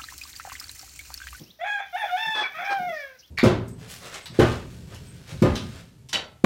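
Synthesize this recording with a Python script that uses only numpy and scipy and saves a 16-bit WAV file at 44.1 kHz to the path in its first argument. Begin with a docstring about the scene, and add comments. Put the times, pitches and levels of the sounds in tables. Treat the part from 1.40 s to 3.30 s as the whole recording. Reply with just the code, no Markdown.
"""A faint rustle and twitter, then three loud squawks from a hen pinned by a rooster in a pen's corner.
The membranes of her syrinx sing through her throat, cracking between clear and hoarse as a
second, lower pitch and puffs of breath join in. His wings push air and scrape over straw and wall,
feathers rub and tick, and a small bird whistles further off. The walls add a short reverb."""
import sys
import numpy as np
from scipy import signal
from scipy.fft import rfft, irfft
from scipy.io import wavfile
from scipy.ndimage import uniform_filter1d

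SR = 44100
rng = np.random.default_rng(int(sys.argv[2]) if len(sys.argv) > 2 else 0)


def to_wav(s):
    """Save 16-bit WAV."""
    ch = np.atleast_2d(s).T  # columns
    pcm = np.round(np.clip(ch, -1, 1) * 32767)  # PCM
    wavfile.write(sys.argv[1], SR, pcm.astype(np.int16))


N = 83790

# the squawks: t/s, pitch/Hz, fundamental level/dB, overtone level/dB, treble level/dB, roughness/0-1
SQUAWK_1 = [(.188, 620, -54.5, -60.5, -80, 0.45), (.215, 658, -33.5, -35, -46, 0.3),
            (.228, 696, -31, -54.5, -49, 0.47), (.248, 793.5, -30.5, -32.5, -52, 0.71),
            (.28, 837, -36.5, -32.5, -40, 0.46), (.308, 819, -35.5, -28, -41, 0),
            (.334, 835.7, -39, -34.5, -40.5, 0.22), (.36, 809.3, -34.5, -26, -47, 0),
            (.384, 805, -41.5, -30, -51, 0.15), (.406, 808.7, -31, -35.5, -44, 0.9),
            (.45, 788, -67.5, -49, -56.5, 0.9), (.51, 782, -61, -65, -60, 0)]
SQUAWK_2 = [(0.524, 690, -43.5, -42.5, -52.5, 0.2), (0.559, 744.2, -22.5, -39, -44.5, 0.1),
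            (0.574, 887.5, -47, -33.5, -44.5, 0.54), (0.601, 912, -42, -34.5, -40.5, 0.19),
            (0.644, 835, -27.5, -35, -41.5, 0.79), (0.673, 805.7, -38, -47, -48, 0.96),
            (0.696, 706.8, -41.5, -32, -48, 0.23), (0.735, 725.6, -24.5, -39, -41, 0.12),
            (0.762, 745, -23, -38.5, -50, 0.063), (0.781, 857.2, -41, -33, -31, 0.46),
            (.808, 888.8, -36.5, -32.5, -35.5, 0.1), (0.873, 888.6, -31.5, -32, -34.5, 0.26),
            (0.941, 870.3, -36.5, -36, -33, 0.1), (0.999, 848, -36, -27.5, -25, 0.13),
            (1.034, 835.6, -43.5, -35, -48.5, 0.34), (1.043, 758.6, -36, -26.5, -61, 0.56),
            (1.084, 770, -60, -44.5, -52.5, 0.7), (1.141, 796, -44, -61, -72, 0.66)]
SQUAWK_3 = [(1.135, 618, -61, -45, -53, 0.22), (1.187, 676.8, -38, -35, -47.5, 0.86),
            (1.227, 762, -33, -36, -45, 0.91), (1.283, 810, -34, -33, -45.5, 0.54),
            (1.329, 796.3, -26.5, -33, -46, 0.058), (1.378, 779.5, -31.5, -33.5, -56, 0.03),
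            (1.401, 727.2, -30.5, -42.5, -53.5, 0.03), (1.477, 715.6, -32.5, -35.5, -59, 0.02),
            (1.496, 678, -31.5, -40, -45, 0.025), (1.52, 674.4, -27, -42.5, -50, 0.025),
            (1.536, 634, -38, -38, -63, 0.05), (1.634, 557.6, -45, -39, -53, 0.11),
            (1.779, 497.4, -64, -65, -82, 0.45)]
# cracks in the voice, where the pitch jumps: t/s
CRACKS = [.563, .772, 1.388, 1.487, 1.523]
# throat colour of the clear voice and of the hoarse breath: f/Hz, level/dB
THROAT_EQ = [(450, 5), (750, -15), (1150, 5), (1420, 8.5), (1680, 10), (1950, 4.5), (2300, 11),
             (2650, -1.5), (3100, -8.5), (3480, 2), (3750, -10.5), (4300, -25.5), (5300, -25.5),
             (7000, -30), (8300, -36.5), (10000, -28.5), (12000, -46), (15000, -37.5)]
RASP_EQ = [(200, -62.5), (420, -15), (720, 15), (1000, -14), (1250, -9.5), (1650, -0.5), (2000, -7),
           (2330, 0.5), (3000, -7.5), (3470, 28), (3850, -46), (6200, -1.5), (8000, -27), (15000, -64)]
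# weight of the roughness in the fundamental, overtones and treble
RASP_SHARE = [0.45, 1.0, 1.11]
# which overtone rings most at each moment: t/s, f/Hz
RINGING_OVERTONE = [(.22, 1940), (.26, 1577), (.62, 1570), (.72, 1443), (.81, 1930), (1.01, 1720),
                    (1.045, 2330), (1.26, 2230), (1.35, 1505), (1.46, 1503), (1.5, 2124), (1.58, 1757),
                    (1.7, 1643)]
# overtones flare as the beak opening tunes in on them: t/s, half-width/s, f/Hz, boost/dB
BEAK_FLARES = [(0.345, 0.17, 7030, 10.5), (0.61, 0.053, 9450, 11.5), (0.844, 0.078, 5346, 10.5),
               (1, 0.041, 3400, 10), (1.515, 0.018, 3370, 6), (1.617, 0.032, 2348, 18)]
# slapback off the wall: delay/s, level/dB
SLAPBACK = [(.0175, -12)]
# wing pushes of air: t/s, half-width/s, level/dB
PUSHES = [(.01, 0.072, -54), (0.882, 0.0088, -44.5), (1.2, 0.038, -56.5), (1.456, 0.049, -45)]
# wing scrapes: t/s, length/s, level/dB
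SCRAPES = [(0.938, 0.092, -33), (1.019, 0.048, -43), (1.292, .04, -32)]
# fader curve of the feather rustle: t/s, level/dB
RUSTLE_FADER = [(0, -50), (.17, -63.5), (.3, -63.5), (.46, -63.5), (.57, -54.5), (.74, -51), (.86, -52.5),
                (1.07, -61), (1.18, -53.5), (1.51, -53), (1.75, -61.5)]
# quill flicks: t/s, level/dB
FLICKS = [(.546, -55), (.829, -53), (.865, -48), (1.492, -54), (1.639, -55)]
# small bird's notes: t/s, length/s, start f/Hz, end f/Hz, level/dB, buzz/0-1
TWEETS = [(0.036, 0.009, 5660, 5100, -50.5, .4), (0.048, 0.064, 2330, 3600, -64, 0),
          (.1, 0.018, 3190, 4280, -52, 0.35), (1.242, 0.033, 5600, 5200, -51.5, 0.52),
          (1.516, 0.13, 5300, 4660, -56, 1), (1.785, 0.031, 5500, 5400, -53, 0.8),
          (1.818, 0.05, 2470, 3820, -58.5, 0.16)]
# colours of the pushes, scrapes, rustle, flicks and still air: f/Hz, level/dB
PUSH_EQ = [(25, -39), (60, -14), (150, 4.5), (310, -1.5), (520, -8.5), (4000, -65)]
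SCRAPE_EQ = [(100, -32), (220, -15), (330, -4), (1200, 2.5), (2700, -11.5), (4500, -11), (6000, -17),
             (7300, -36.5), (8500, -22.5), (10000, -58)]
RUSTLE_EQ = [(200, -2), (1000, -5), (5800, 8), (7400, -6.5), (10500, -4.5), (14000, 3.5)]
FLICK_EQ = [(3000, -16), (14000, -11)]
AIR_EQ = [(30, -39), (62, 7.5), (200, -5), (500, -9.5), (5500, -14.5), (7500, -73.5), (15500, -42)]
# reverb time of the pen: f/Hz, t60/s
PEN_DECAY = [(100, 0.17), (2500, 0.31), (15000, 0.055)]

TIME = np.arange(N) / SR
EASE_SAMPLES = int(.009 * SR)  # smoothing of the voice's controls


def squawk(rows):
    """One side of the syrinx sings; with hoarseness the other side and puffs of breath join in."""
    start = rows[0][0]
    t = np.arange(start, rows[-1][0], 1 / SR)
    n = len(t)
    _, *levels, rough = uniform_filter1d(follow(rows, t), EASE_SAMPLES, axis=1, mode="nearest")
    hz, rough = cracking_pitch(rows, t), np.clip(rough, 0, .95)
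    upper_side, lower_side = membrane(t, hz, rough), membrane(t, hz * .97, rough)
    lower_share = np.clip(rough ** 1.5, 0, .8)
    cycle = np.cumsum(hz) / SR % 1
    puffs = rfft(rng.standard_normal(N)[:n] * (.36 + np.exp(-cycle / .04)))  # one puff a cycle
    bins, voice = np.fft.rfftfreq(n, 1 / SR), 0
    for upper, lower, band, db, share in zip(upper_side, lower_side, registers(bins), levels, RASP_SHARE):
        tone = crossfade(upper, lower, lower_share)
        breath = unit_rms(irfft(puffs * band * amp(eq_at(RASP_EQ, bins)), n))
        hoarse = np.clip(rough * share, 0, 1)
        shimmer = 1 + (.05 + .16 * rough) * wander(n, rate_hz=93)
        voice += amp(db) * shimmer * crossfade(tone, breath, hoarse)
    return start, voice * tremor(t) * signal.windows.tukey(n, .03)


def membrane(t, hz, rough, ring_db=15, ring_width_hz=84, flare_width=.09):
    """A membrane's harmonics by register, coloured by throat and beak; one overtone rings out."""
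    jitter = (.0015 + .02765 * rough) * wander(len(hz), rate_hz=150)
    cycles = np.cumsum(hz * (1 + jitter)) / SR
    k = np.arange(1, 20)[:, None]
    partial_hz = k * hz
    partials = np.cos(2 * np.pi * (k * cycles + rng.random(k.shape)))
    flutter_db = (1.5 + 5 * rough) * (k > 1)
    partials *= amp(flutter_db * flutter(t, count=len(k)))
    ring = ring_db * np.exp(-((partial_hz - follow(RINGING_OVERTONE, t)[0]) / ring_width_hz) ** 2)
    flare = sum(db * np.exp(-((t - s) / width) ** 2 - ((partial_hz / f - 1) / flare_width) ** 2)
                for s, width, f, db in BEAK_FLARES)
    colour = amp(eq_at(THROAT_EQ, partial_hz) + ring + flare)
    weights = [band * colour for band in registers(partial_hz)]
    return [(w * partials).sum(0) / np.sqrt((w ** 2).sum(0) / 2 + 1e-12) for w in weights]


def cracking_pitch(rows, t):
    """The pitch glides from point to point, but holds and jumps across a crack."""
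    s, pitch = np.transpose(rows)[:2]
    hz, segment = np.interp(t, s, pitch), np.searchsorted(s, t)
    for at in CRACKS:
        i = np.searchsorted(s, at)
        if 0 < i < len(s):
            hz = np.where(segment == i, np.where(t < at, pitch[i - 1], pitch[i]), hz)
    return uniform_filter1d(hz, EASE_SAMPLES, mode="nearest")


def flutter(t, count, rate_hz=60):
    """A quick random wobble within -1 to 1, separate for each partial."""
    steps = np.arange(0, N / SR, 1 / (2 * rate_hz))
    return np.tanh([np.interp(t, steps, row) for row in rng.standard_normal((count, len(steps)))])


def tremor(t, at_s=.86, width_s=.07, rate_hz=40.76, depth=.36):
    """A brief shudder in the level of the second squawk."""
    swell = np.exp(-((t - at_s) / width_s) ** 2)
    return 1 + depth * swell * np.cos(2 * np.pi * rate_hz * (t - at_s))


def registers(hz, crossovers_hz=(945, 2580)):
    """Three-way crossover: fundamental, overtones and treble."""
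    low, high = (1 / (1 + (hz / edge) ** 30) for edge in crossovers_hz)
    return low, high - low, 1 - high


def wing_pushes():
    """The rooster's wings shove air in soft, low whoomphs."""
    level = sum(amp(db) * np.exp(-.5 * ((TIME - s) / width) ** 2) for s, width, db in PUSHES)
    return level * coloured(grains(spread_db=5.5, rate_hz=23), PUSH_EQ)


def wing_scrapes(attack_s=.023, release_s=.0049):
    """Stiff wing feathers drag over straw and wall."""
    level = 0
    for s, length, db in SCRAPES:
        attack = np.clip((TIME - s) / attack_s, 0, 1)
        release = np.exp(-np.maximum(TIME - s - length, 0) / release_s)
        level += amp(db) * attack * release
    return level * coloured(grains(spread_db=1.5, rate_hz=450), SCRAPE_EQ)


def rustle(ticks_per_s=210):
    """Plumage rubs on plumage: a grainy hiss, with ticks as single barbs snap free."""
    level = amp(follow(RUSTLE_FADER, TIME)[0])
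    ticks = 5.1 * rng.standard_normal(N) * (rng.random(N) < ticks_per_s / SR)
    return level * coloured(grains(spread_db=1.5, rate_hz=140) + ticks, RUSTLE_EQ)


def quill_flicks(decay_s=.0047):
    """Quills flick past one another with crisp ticks."""
    level = sum(amp(db) * (TIME >= s) * np.exp(-abs(TIME - s) / decay_s) for s, db in FLICKS)
    return level * coloured(rng.standard_normal(N), FLICK_EQ)


def tweet(s, length, start_hz, end_hz, db, buzz, buzz_depth_hz=570):
    """The small bird's gliding whistle, blurred by a fast pitch wobble."""
    n = int(length * SR)
    hz = np.linspace(start_hz, end_hz, n) + buzz * buzz_depth_hz * wander(n, rate_hz=610)
    whistle = np.sin(2 * np.pi * np.cumsum(hz) / SR)
    return s, amp(db) * unit_rms(signal.windows.tukey(n, .6) * whistle)


def slapback(x):
    """The near wall throws the voice back."""
    return sum(amp(db) * np.interp(TIME - delay, TIME, x, left=0) for delay, db in SLAPBACK)


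def pen_reverb(x, predelay_s=.004):
    """A short, dense tail between plastered walls."""
    taps = rng.standard_normal(SR // 2) * (np.arange(SR // 2) > predelay_s * SR)
    hz, t, spectrum = signal.stft(taps, SR, nperseg=256)
    decay = amp(-60 * t / eq_at(PEN_DECAY, hz)[:, None])
    tail = signal.istft(spectrum * decay, SR, nperseg=256)[1]
    return signal.fftconvolve(x, tail / np.linalg.norm(tail))[:N]


def still_air(level_db=-66):
    """A quiet bed of rumble and hiss."""
    return amp(level_db) * coloured(rng.standard_normal(N), AIR_EQ)


def grains(spread_db, rate_hz):
    """Noise in clumps, as of barbs and straws slipping."""
    return rng.standard_normal(N) * amp(spread_db * wander(N, rate_hz))


def wander(size, rate_hz):
    """Smooth random modulation, rms near 1."""
    hz = np.fft.rfftfreq(N, 1 / SR)
    return unit_rms(irfft(rfft(rng.standard_normal(N)) / (1 + (hz / rate_hz) ** 4), N))[:size]


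def coloured(x, eq):
    """Applies an EQ curve and normalises to rms 1."""
    hz = np.fft.rfftfreq(len(x), 1 / SR)
    return unit_rms(irfft(rfft(x) * amp(eq_at(eq, hz)), len(x)))


def eq_at(points, hz):
    """Reads a curve on a log-frequency axis."""
    f, value = np.transpose(points)
    return np.interp(np.log(hz + 1), np.log(f + 1), value)


def follow(rows, t):
    """Reads each automation lane at times t."""
    s, *lanes = np.transpose(rows)
    return [np.interp(t, s, lane) for lane in lanes]


def crossfade(a, b, share):
    """Equal-power blend from a to b."""
    return np.sqrt(1 - share ** 2) * a + share * b


def amp(db):
    """Decibels to gain."""
    return 10 ** (np.asarray(db) / 20)


def unit_rms(x):
    """Normalises to rms 1."""
    return x / np.sqrt(np.mean(x ** 2) + 1e-20)


def add(mix, s, sound):
    """Mixes a sound in at time s."""
    part = mix[max(round(s * SR), 0):][:len(sound)]
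    part += sound[:len(part)]


def scene():
    """Mono mix: hen up front, then wings, feathers and small bird, over reverb and still air."""
    hen, bird = np.zeros(N), np.zeros(N)
    for rows in (SQUAWK_1, SQUAWK_2, SQUAWK_3):
        add(hen, *squawk(rows))
    for row in TWEETS:
        add(bird, *tweet(*row))
    wings = wing_pushes() + wing_scrapes()
    reverb_send = amp(-9) * (hen + wings) + amp(-10) * bird
    ambience = pen_reverb(reverb_send) + still_air()
    return (hen + slapback(hen) + wings + rustle() + quill_flicks() + bird + ambience)[None]


def record(dry):
    """A steep high cut on the whole mix."""
    high_cut = signal.firwin(511, cutoff=15800, window=("kaiser", 9), fs=SR)
    return signal.oaconvolve(dry, high_cut[None], "same")


dry = scene()
out = record(dry)
to_wav(out)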